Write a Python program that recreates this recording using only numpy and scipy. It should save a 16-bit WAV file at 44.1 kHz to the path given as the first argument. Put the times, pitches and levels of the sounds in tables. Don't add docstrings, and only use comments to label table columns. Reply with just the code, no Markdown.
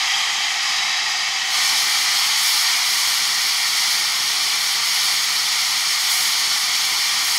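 import sys
import numpy as np
from scipy import signal
from scipy.fft import rfft, irfft
from scipy.io import wavfile
from scipy.ndimage import map_coordinates

SR = 44100
rng = np.random.default_rng(int(sys.argv[2]) if len(sys.argv) > 2 else 0)


def int16_out(signal):
    q = np.round(np.clip(np.atleast_2d(signal).T, -1, 1) * 32767)
    wavfile.write(sys.argv[1], SR, q.astype(np.int16))


N = 325458
TIME = np.arange(N) / SR
FREQ = np.maximum(np.arange(N // 2 + 1) * SR / N, 1)


def valve(opening, surge, bright_db):
    # (frequency [Hz], relative level [dB])
    throttled_eq = [(400, -60), (590, -41), (710, -23.5), (1120, -17), (1490, -17.5), (1860, -0.5),
                    (2970, -8.5), (4370, -8.5), (4970, -4.5), (6760, -9), (7190, -13.5), (9970, -25.5),
                    (11760, -27), (15500, -39)]
    open_eq = [(400, -60), (590, -33.5), (720, -11), (1080, -13), (1430, -9.5), (1710, -12.5), (1830, -3.5),
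               (3670, -6), (4740, -3), (6660, -8.5), (7180, -14.5), (11360, -17), (13030, -23),
               (15500, -26)]
    # (frequency [Hz], width [Hz], gain [dB])
    throttled_modes = [(765, 325, 18.5), (1290, 400, 9.5), (2626, 70, 5), (3090, 410, 7), (3664, 140, -7.5),
                       (3760, 320, 9.5), (4840, 230, 6.5), (5580, 120, -6), (5710, 150, 2.5),
                       (9000, 340, -4), (9900, 480, 4.8)]
    open_modes = [(1192, 63, 4), (2352, 124, 6), (2517, 570, -8), (2940, 120, 2), (6130, 250, -3.5)]
    roar_bright_db = bright_db - np.average(bright_db, weights=1 - opening)
    hiss_bright_db = bright_db - np.average(bright_db, weights=opening)
    roar = jet(outlet(throttled_eq, throttled_modes), roar_bright_db, flicker_hz=10, sputter_hz=25)
    hiss = jet(outlet(open_eq, open_modes), hiss_bright_db, flicker_hz=7.8, sputter_hz=23)
    roar_power = 1 - opening + 0.15 * opening * surge
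    return np.sqrt(roar_power) * roar + np.sqrt(opening) * hiss


def jet(eq, bright_db, flicker_hz, sputter_hz):
    spectrum = noise_spectrum(eq)
    sputter_db = .65 * drift(sputter_hz)
    centres_hz = np.geomspace(700, 14000, num=10)
    hiss = 0
    for hz, solo in zip(centres_hz, np.eye(len(centres_hz))):
        band = irfft(spectrum * np.interp(np.log(FREQ), np.log(centres_hz), solo), N)
        sensitivity = 1.7 / (1 + (9000 / hz) ** 4) - .1
        flicker_db = .4 * drift(flicker_hz)
        hiss += band * undb(sensitivity * (bright_db + sputter_db) + flicker_db)
    return hiss


def outlet(turbulence, modes, pipe_spacing_hz=1089, loss_hz=8000):
    passage_db = sum(db / (1 + (2 * (FREQ - hz) / width) ** 2) for hz, width, db in modes)
    mouth_reflection = 0.25 / (1 + (FREQ / loss_hz) ** 2)
    round_trip = mouth_reflection * np.exp(-2j * np.pi * FREQ / pipe_spacing_hz)
    return colour(turbulence) * undb(passage_db) / (1 - round_trip)


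def flow(opening, surge):
    # (centre time [s], length [s], level [dB], brightness [dB])
    swells = [(0.83, 0.52, 1.1, -0.5), (1.63, 0.3, 1.2, -0.6), (2.33, 0.13, 0.5, -0.8),
              (2.49, 0.36, -0.2, 5), (3.02, 0.44, 0.5, 3.5), (3.87, 0.3, 0.8, 0.8),
              (5.063, 0.32, 0.85, 0.8), (6.186, 0.52, 0.6, 3.5), (7.36, 0.4, 0.5, 1.5)]
    throttled_db = -20.5 - 1.25 * TIME
    open_db = -20.0 + 0.9 * surge
    level_db = (1 - opening) * throttled_db + opening * open_db
    bright_db = .65 * drift(rate_hz=9)
    for centre_s, length_s, louder_db, brighter_db in swells:
        swell = arch(centre_s, length_s) ** 2
        level_db += louder_db * swell
        bright_db += brighter_db * swell
    return level_db + 0.28 * drift(rate_hz=5.5), bright_db


def whistles():
    # (centre time [s], length [s], pitch [Hz], glide [Hz/s], width [Hz], peak level [dB])
    notes = [(0.103, 0.49, 2050, -82, 180, -35), (0.24, 0.83, 3245, 7, 68, -30),
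             (.87, 0.49, 3890, -58, 70, -31), (0.716, 0.43, 4900, -350, 180, -31),
             (1.202, 0.45, 4800, -150, 80, -32), (1.68, 0.44, 4300, -100, 220, -33)]
    sound = 0
    for centre_s, length_s, hz, glide, width, db in notes:
        band = irfft(noise_spectrum(1 / (1 + (2 * (FREQ - hz) / width) ** 2)), N)
        frequency_shift = np.exp(1j * np.pi * glide * (TIME - centre_s) ** 2)
        sliding = np.real(signal.hilbert(band) * frequency_shift)
        sound += undb(db) * arch(centre_s, length_s) * sliding
    return sound


def pavement(x):
    # (time [s], delay [ms], gain [ratio])
    bounce = [(0, 2.6, 0.12), (.4, 2.54, 0.15), (.75, 2.66, 0.087), (1.6, 2.67, 0.16), (2.9, 2.03, 0.073),
              (4.4, 2.32, 0.05), (7.38, 2.24, 0.054)]
    times, *columns = np.transpose(bounce)
    delay_ms, gain = (np.interp(TIME, times, column) for column in columns)
    return (x + gain * delayed(x, delay_ms)) / np.sqrt(1 + gain ** 2)


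def yard(x, send_db, count):
    delays_ms = np.geomspace(4, 22, num=count)
    echoes = sum(delayed(x, ms + .3 * drift(rate_hz=.25)) for ms in delays_ms)
    echoes = signal.sosfilt(signal.butter(1, 2000, "high", fs=SR, output="sos"), echoes)
    return x + undb(send_db) * echoes / np.sqrt(count)


def plume(opening):
    # (frequency [Hz], relative level [dB])
    eddies = [(12, -30), (28, -16), (60, -6), (110, -3.5), (165, 1.5), (285, -2.5), (365, 1), (435, 0.5),
              (520, -3.5), (620, -3), (900, -32)]
    rumble = irfft(noise_spectrum(colour(eddies)), N)
    level_db = -51 + 1.5 * (opening - 0.5)
    billow_db = 1.7 * drift(rate_hz=11)
    return rumble * undb(level_db + billow_db)


def undb(db):
    return 10 ** (np.asarray(db) / 20)


def colour(points):
    hz, db = np.transpose(points)
    return undb(np.interp(np.log(FREQ), np.log(hz), db))


def noise_spectrum(eq):
    return rfft(rng.standard_normal(N)) * eq / np.sqrt(np.mean(np.abs(eq) ** 2))


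def drift(rate_hz):
    wander = irfft(noise_spectrum(1 / (1 + (FREQ / rate_hz) ** 2)), N)
    return wander / np.std(wander)


def delayed(x, delay_ms):
    return map_coordinates(x, [np.arange(N) - delay_ms * SR / 1000], order=5)


def fade_in(centre_s, length_s):
    return .5 + .5 * np.tanh(2 * (TIME - centre_s) / length_s)


def arch(centre_s, length_s):
    return np.cos(np.pi * np.clip((TIME - centre_s) / length_s, -.5, .5))


def scene():
    opening = fade_in(centre_s=1.52, length_s=0.07)
    surge = 1 - fade_in(centre_s=2.83, length_s=0.55)
    level_db, bright_db = flow(opening, surge)
    direct = valve(opening, surge, bright_db) * undb(level_db)
    steam = yard(pavement(direct), send_db=-8.0, count=8)
    mix = steam + whistles() + plume(opening)
    return np.array([mix, mix])


def record(dry, top_hz=15700):
    rounded = np.tanh(.8 * dry) / .8
    return signal.sosfilt(signal.ellip(12, .1, 80, top_hz, fs=SR, output="sos"), rounded)


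dry = scene()
out = record(dry)
int16_out(out)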